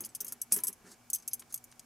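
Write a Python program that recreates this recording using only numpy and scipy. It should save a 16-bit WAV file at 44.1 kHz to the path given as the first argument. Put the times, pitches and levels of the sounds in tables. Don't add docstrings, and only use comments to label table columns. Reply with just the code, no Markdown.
import sys
import numpy as np
from scipy import signal
from scipy.fft import rfft, irfft
from scipy.io import wavfile
from scipy.ndimage import uniform_filter1d

SR = 44100
rng = np.random.default_rng(int(sys.argv[2]) if len(sys.argv) > 2 else 0)


def to_wav(s):
    ch = np.atleast_2d(s).T
    pcm = np.round(np.clip(ch, -1, 1) * 32767)
    wavfile.write(sys.argv[1], SR, pcm.astype(np.int16))


N = 81585

# f/Hz, width/Hz (wider dies faster), level/dB against each other
TABLE_MODES = [(195, 39, -2), (238, 28.5, -8), (332.5, 49, -4), (396.7, 49, -1.5), (1019, 28, -9.5),
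               (1378, 110, -9.5), (1714, 173, -5.5)]


def amp(db):
    return 10 ** (np.asarray(db) / 20)


def evened(x):
    return x / np.sqrt(np.mean(x ** 2) + 1e-20)


def read(points, hz):
    f, value = np.transpose(points)
    return np.interp(np.log(hz + 1), np.log(f + 1), value)


def add(mix, s, sound):
    part = mix[:, round(s * SR):][:, :sound.shape[-1]]
    part += sound[..., :part.shape[1]]


def coloured(x, points, tilt_db=0., pivot_hz=9000, from_hz=4500):
    hz = np.fft.rfftfreq(x.shape[-1], 1 / SR)
    octaves = np.log2(np.maximum(hz, from_hz) / pivot_hz)
    return irfft(rfft(x) * amp(read(points, hz) + tilt_db * octaves), x.shape[-1])


def whistle(hz, width):
    r = np.exp(-np.pi * width / SR)
    turn = np.exp(2j * np.pi * hz * np.arange(N) / SR)
    slow = signal.lfilter([1], [1, -r], rng.standard_normal(N) / turn)
    return evened((turn * slow).real)


def level(curve):
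    s, db = np.transpose(curve)
    return amp(np.interp(np.arange(N) / SR, s, db, -140, -140))


def wire_ring(t, hz, mode_db, near, t60, tilt_db, chatter, free_s):
    focus_db, scatter_db, flutter_db, detune = 20, 2.5, 1, 0.0012
    early_db, early_s = 9.5, 0.0042
    choke_db_per_s, escapes = 782.5, 0.65
    others_last = 0.6
    luck = rng.standard_normal((3, len(hz), 1))
    start_db = mode_db + focus_db * near + scatter_db * luck[1] + tilt_db * np.log2(hz / 9000)
    lasts = t60 * (others_last + (1 - others_last) * near)
    turns = hz * (1 + detune * luck[0]) * t + luck[2]
    flutter = evened(uniform_filter1d(rng.standard_normal((len(hz), len(t))), 150))
    mode_level = start_db + flutter_db * flutter + early_db * np.exp(-t / early_s) - 60 * t / lasts
    choke = choke_db_per_s * (1 - escapes * near) * np.maximum(t - free_s, 0)
    ring = (amp(mode_level - choke) * np.sin(2 * np.pi * turns)).sum(0)
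    ring *= 1 - np.exp(-t / (0.47 * chatter))
    return ring / np.std(ring[:300])


def wire_rattle(t, hz, mode_db, near, t60, tilt_db, chatter, free_s):
    # f/Hz, relative level/dB
    crack = [(900, -55), (2000, -32), (3200, -23), (4000, -29.5), (4700, -17.5), (6200, -6.5), (7400, -9.5),
             (8200, -4.5), (11500, -1), (14700, -9), (16500, -7)]
    # f/Hz, share of the common noise
    wide = [(3000, 0.036), (8000, 0.11), (13000, 0.75)]
    contacts_per_s, first_contact, shorter = 1100, 1.55, 0.71
    tuned_db, tuned_width_hz, grain_t60, choke_db_per_s = -0.5, 55, 0.034, 782.5
    sizes = rng.uniform(-1, 1, len(t))
    hits = sizes * (rng.random(len(t)) < contacts_per_s / SR)
    hits[0] = first_contact
    fade_db = -60 * np.maximum(t - chatter, 0) / (t60 * shorter)
    hits *= amp(fade_db - choke_db_per_s * np.maximum(t - free_s, 0))
    noise = coloured(rng.standard_normal((2, 2048)), crack, tilt_db)
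    bins = np.fft.rfftfreq(2048, 1 / SR)
    tuned = amp(tuned_db + mode_db + 0.17 * 20 * near) / (1 + ((bins - hz) / tuned_width_hz) ** 2)
    noise = irfft(rfft(noise) * (1 + tuned.sum(0)) * np.array([bins ** 0, read(wide, bins)]))
    grain = noise * amp(-60 * t[:2048] / grain_t60) * np.minimum(t[:2048] / 0.00034, 1)
    both, apart = signal.fftconvolve(grain, hits[None], axes=1)[:, :len(t)]
    return (both + np.array([[1], [-1]]) * apart) / np.sqrt(np.mean(both[:300] ** 2))


def clink(s, db, low_hz, high_hz, t60, tilt_db, chatter, rattle_db, free_s):
    # f/Hz, level/dB against each other
    wire = [(5040, -11.5), (6070, -21.5), (6290, -5.5), (6500, -8), (7040, -11.5), (7950, -7.5),
            (8370, -6.5), (8800, -14.5), (9740, -3.5), (10250, -13.5), (10620, -12), (10900, -10),
            (11210, -1.5), (11380, -0.5), (11960, -5.5), (12600, 0), (13000, 0.5), (14260, -8)]
    clink_db, focus_octaves, snap_db, snap_t60 = -14.5, 0.065, 9.5, 0.003
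    t, t60 = np.arange(6000) / SR, max(t60, .01)
    hz, mode_db = np.transpose(wire)[:, :, None]
    near = sum(np.exp(-.5 * (np.log2(hz / f) / focus_octaves) ** 2) for f in (low_hz, high_hz)).clip(0, 1)
    contact = (t, hz, mode_db, near, t60, tilt_db, chatter, free_s)
    ring = wire_ring(*contact)
    rattle = wire_rattle(*contact)
    snap_band = signal.butter(3, [5500, 13500], "band", fs=SR, output="sos")
    crackle = rng.choice([-1., 1.], len(t)) * amp(snap_db - 60 * t / snap_t60)
    snap = signal.sosfilt(snap_band, crackle)
    return s, amp(db + clink_db) * (ring + amp(rattle_db) * rattle + snap)


def tick(s, db, tilt_db):
    t = np.arange(2048) / SR
    colour = [(300, -31), (1000, -5.0), (9000, 9), (15000, -5)]  # f/Hz, relative level/dB
    noise = coloured(rng.standard_normal(len(t)), colour, tilt_db, 3000, 960)
    return s, amp(db - 6.5 - 60 * t / 0.019) * evened(noise) * np.minimum(t / 0.0012, 1)


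def thump(s, db, t60, tilt_db, focus_hz):
    scatter_db, focus_db, detune = 2, 9.5, 0.064
    t = np.arange(8000) / SR
    hz, width, mode_db = np.transpose(TABLE_MODES)[:, :, None]
    start_db = mode_db + tilt_db * np.log2(hz / 300) + scatter_db * rng.standard_normal(hz.shape)
    start_db = start_db + focus_db * np.exp(-.5 * (np.log2(hz / focus_hz) / 0.24) ** 2)
    fade = amp(start_db - 60 * t * (.5 / t60 + 0.28 * width / 2.37))
    fade = fade * (1 - np.exp(-t * hz / 1.62))
    mode_hz = hz * (1 + detune * rng.uniform(-0.84, 1, hz.shape))
    ring = (fade * np.sin(2 * np.pi * mode_hz * t)).sum(0)
    # f/Hz, relative level/dB
    colour = [(60, -21), (200, -3.5), (500, -7.5), (2000, -6), (4000, -11), (9000, -33)]
    click = evened(coloured(rng.standard_normal(len(t)), colour, tilt_db, 300, 150))
    click *= amp(-3.0 - 60 * t / (1.34 * t60))
    return s, amp(db - 13.5) * (ring + click)


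def slides():
    # t/s, level/dB
    rubs = [
        [(.84, -77), (.87, -60), (.9, -61), (.925, -56), (.947, -62.5)],
        [(1.49, -74), (1.512, -56.5), (1.524, -65.5), (1.54, -63), (1.546, -42.5)],
        [(.505, -71), (.515, -55), (.522, -42)],
    ]
    # f/Hz, relative level/dB
    hiss_colour = [(470, -25), (1440, -5.5), (2840, -23), (4080, -5.5), (4510, -4.5), (7080, -1.5),
                   (10600, -7), (16000, -23)]
    # t/s, level/dB
    drag_level = [(.78, -78), (.82, -66.5), (.87, -56.5), (.91, -61), (.96, -70)]
    noise = rng.standard_normal(N)
    uneven_db = evened(uniform_filter1d(rng.standard_normal(N), 60))
    hiss = evened(coloured(noise * amp(uneven_db), hiss_colour)) * sum(level(rub) for rub in rubs)
    drag = evened(sum(amp(db) * whistle(hz, width) for hz, width, db in TABLE_MODES))
    return hiss + drag * level(drag_level)


def ports(x):
    # f/Hz, lead/rad
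    lead = [(0, 0.82), (10200, -0.14), (12700, 1), (14800, 0.48)]
    # f/Hz, level/dB
    lean = [(3000, -1.4), (8000, 0.5), (13000, 1.5)]
    hz = np.fft.rfftfreq(N, 1 / SR)
    half = amp(.5 * read(lean, hz)) * np.exp(.5j * read(lead, hz))
    return irfft(rfft(x) * np.array([half, 1 / half]), N)


def room(x):
    room_t60 = 0.27
    t = np.arange(5000) / SR
    signs = rng.choice([-1., 1.], (2, len(t)))
    taps = signs * (rng.random((2, len(t))) < .05) * amp(-60 * t / room_t60)
    taps = taps / np.linalg.norm(taps, axis=1)[:, None]
    return signal.fftconvolve(x, taps, axes=1)[:, :N]


def air():
    # f/Hz, relative level/dB
    air_colour = [(12, -53), (20, -2.5), (258, -2.5), (566, -6.5), (749, -4.5), (1690, -8.5), (1840, -13),
                  (2300, -10), (3710, -17), (5660, -12), (6890, -12.5), (10500, -15), (14700, -18),
                  (16500, -29)]
    # f/Hz, likeness (1 = identical, 0 = unrelated)
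    air_same = [(40, 0.71), (240, 0.61), (700, 0.61), (3770, 0.69), (15000, 0.073)]
    # f/Hz, width/Hz, level/dB
    hum_lines = [(121.6, 17, -74), (236.5, 5.5, -75), (2272, 8.3, -80.5), (747, 41, -78)]
    air_db, steady_hz, steady_db = -64.5, 242.3, -71
    hz = np.fft.rfftfreq(N, 1 / SR)
    a, b = rfft(rng.standard_normal((2, N)))
    same = read(air_same, hz)
    pair = np.array([a, same * a + np.sqrt(1 - same ** 2) * b])
    wash = irfft(pair * amp(read(air_colour, hz)), N)
    wavering = sum(amp(db) * whistle(f, width) for f, width, db in hum_lines)
    steady = amp(steady_db) * np.sin(2 * np.pi * steady_hz * np.arange(N) / SR)
    return amp(air_db) * evened(wash) + wavering + steady


def scene():
    clinks = sorted([(0.0374, -37.5, 9190, 12800, 0.12, -27, 0.023, 1),
                     (0.0483, -25, 5330, 10110, 0.023, -1, 0.014, -4),
                     (0.0902, -43.5, 7950, 9000, 0.06, -11, 0.0087, -1.5),
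                     (0.1496, -26.5, 8300, 11100, 0.04, -5.5, 0.0074, 3),
                     (0.2044, -29, 5830, 14100, 0.24, -8, 0.0082, 6.5),
                     (0.3227, -28.5, 9000, 10500, 0.048, -1.5, 0.0012, 7.5),
                     (0.5284, -16.5, 8200, 11030, 0.23, -1, 0.016, 2),
                     (0.5414, -25, 8300, 14260, 0.096, 2, 0.0047, -23),
                     (0.5624, -25.5, 9120, 11400, 0.25, -2.5, 0.0026, 7),
                     (0.5744, -26, 8650, 14300, 0.038, 13, 0.0071, 4),
                     (0.5874, -33, 5950, 9900, 0.054, -11, 0.0026, 5.5),
                     (0.6024, -36, 6180, 10800, 0.031, 3, 0.0029, 4),
                     (0.6814, -19.5, 8210, 12800, 0.056, 0.5, 0.002, 1.5),
                     (0.7282, -35.5, 6060, 11420, 0.052, -6.5, 0.0016, 0),
                     (0.9158, -46, 7900, 10600, 0.06, -11, 0.0025, 5),
                     (1.1009, -25.5, 7000, 10800, 0.026, -3.5, 0.002, 3.5),
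                     (1.1574, -29, 6100, 7840, 0.069, -17, 0.0029, -3),
                     (1.1844, -43, 8300, 10600, 0.053, -11, 0.0034, 1),
                     (1.2004, -42.5, 6200, 9750, 0.03, -20, 0.003, -6),
                     (1.2241, -46, 6140, 10200, 0.051, -15, 0.0054, 1.5),
                     (1.3947, -38.5, 8530, 13000, 0.091, -9, 0.0016, 6),
                     (1.5244, -35, 6400, 9400, 0.1, -2, 0.0039, 3),
                     (1.5419, -24, 8000, 11100, 0.028, -1.5, 0.0017, 7),
                     (1.5584, -39, 8120, 11800, 0.035, -3, 0.0032, 8),
                     (1.5764, -42.5, 8700, 10000, 0.022, -7, 0.0023, 9.5),
                     (1.6407, -38, 7100, 14260, 0.027, -2.5, 0.0044, 1.5),
                     (1.715, -46, 8800, 9350, 0.032, -21, 0.0038, -2),
                     (1.7943, -41.5, 7020, 10900, 0.0097, -16.5, 0.00082, 9),
                     (1.139, -25.5, 6200, 11300, 0.097, 6, 0.012, -12),
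                     (1.2815, -32, 11380, 14260, 0.11, 5, 0.003, -12),
                     (.0064, -27.5, 6570, 9740, 0.1, 6.5, 0.00065, 6),
                     (.2095, -22, 6140, 13940, 0.051, 13, 0.0014, -1),
                     (.2458, -27.5, 6500, 12900, 0.061, -0.5, 0.0026, 0),
                     (.2658, -38.5, 6240, 9740, 0.062, -7, 0.0039, 7),
                     (.2808, -36.5, 6500, 11000, 0.042, -4, 0.0024, 11),
                     (.2895, -40, 6290, 11300, 0.21, -9.5, .003, 5),
                     (.4155, -20, 7950, 11400, 0.051, -3.5, 0.0069, 1),
                     (.5221, -10, 10270, 14680, 0.12, -3, 0.0015, 2),
                     (.6361, -14.5, 7950, 11250, 0.1, -1.5, 0.002, -3),
                     (.6699, -17, 8140, 11350, 0.13, -7.5, 0.0041, -8.5),
                     (1.1318, -14, 6200, 7980, 0.038, 1.5, 0.025, -4),
                     (1.1481, -16.5, 9600, 11800, 0.093, -4, 0.001, -2),
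                     (1.2776, -23, 6180, 12100, 0.045, -3.5, 0.004, 4.5),
                     (1.3124, -44, 5750, 10200, 0.41, -25, 0.0082, 0),
                     (1.3329, -21, 6250, 10740, 0.052, 0, 0.0049, 6)])
    # t/s, level/dB (before a common trim), tilt/(dB per octave)
    ticks = [(1.4219, -40.5, -5.5), (1.724, -41, -5)]
    # t/s, level/dB (before a common trim), fading time/s (before scaling),
    # tilt/(dB per octave), most excited f/Hz
    thumps = [(0.004, -37.5, 0.3, -4.5, 260), (0.201, -43.5, 1, -2.9, 370), (0.321, -45, 0.049, 5, 1260),
              (0.518, -32.5, 0.2, -1.7, 191), (0.563, -33.5, 0.15, -1.5, 390), (0.588, -41, 0.12, 6, 307),
              (0.637, -40.5, 0.18, 0.5, 990), (0.686, -38.5, 0.095, -2, 388), (1.419, -45, 0.06, 1, 920)]
    room_db = -26
    metal, table = np.zeros((2, N)), np.zeros((2, N))
    next_starts = [row[0] for row in clinks[1:]] + [N / SR]
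    for row, next_start in zip(clinks, next_starts):
        add(metal, *clink(*row, next_start - row[0]))
    for row in ticks:
        add(metal, *tick(*row))
    for row in thumps:
        add(table, *thump(*row))
    return ports(metal) + amp(room_db) * room(metal) + table + slides() + air()


def record(dry):
    droop_hz, edge_hz = 15750, 16600
    droop = signal.oaconvolve(dry, signal.firwin(101, droop_hz, fs=SR)[None], "same")
    edge = signal.firwin(511, edge_hz, window=("kaiser", 9), fs=SR)
    return signal.oaconvolve(droop, edge[None], "same")


dry = scene()
out = record(dry)
to_wav(out)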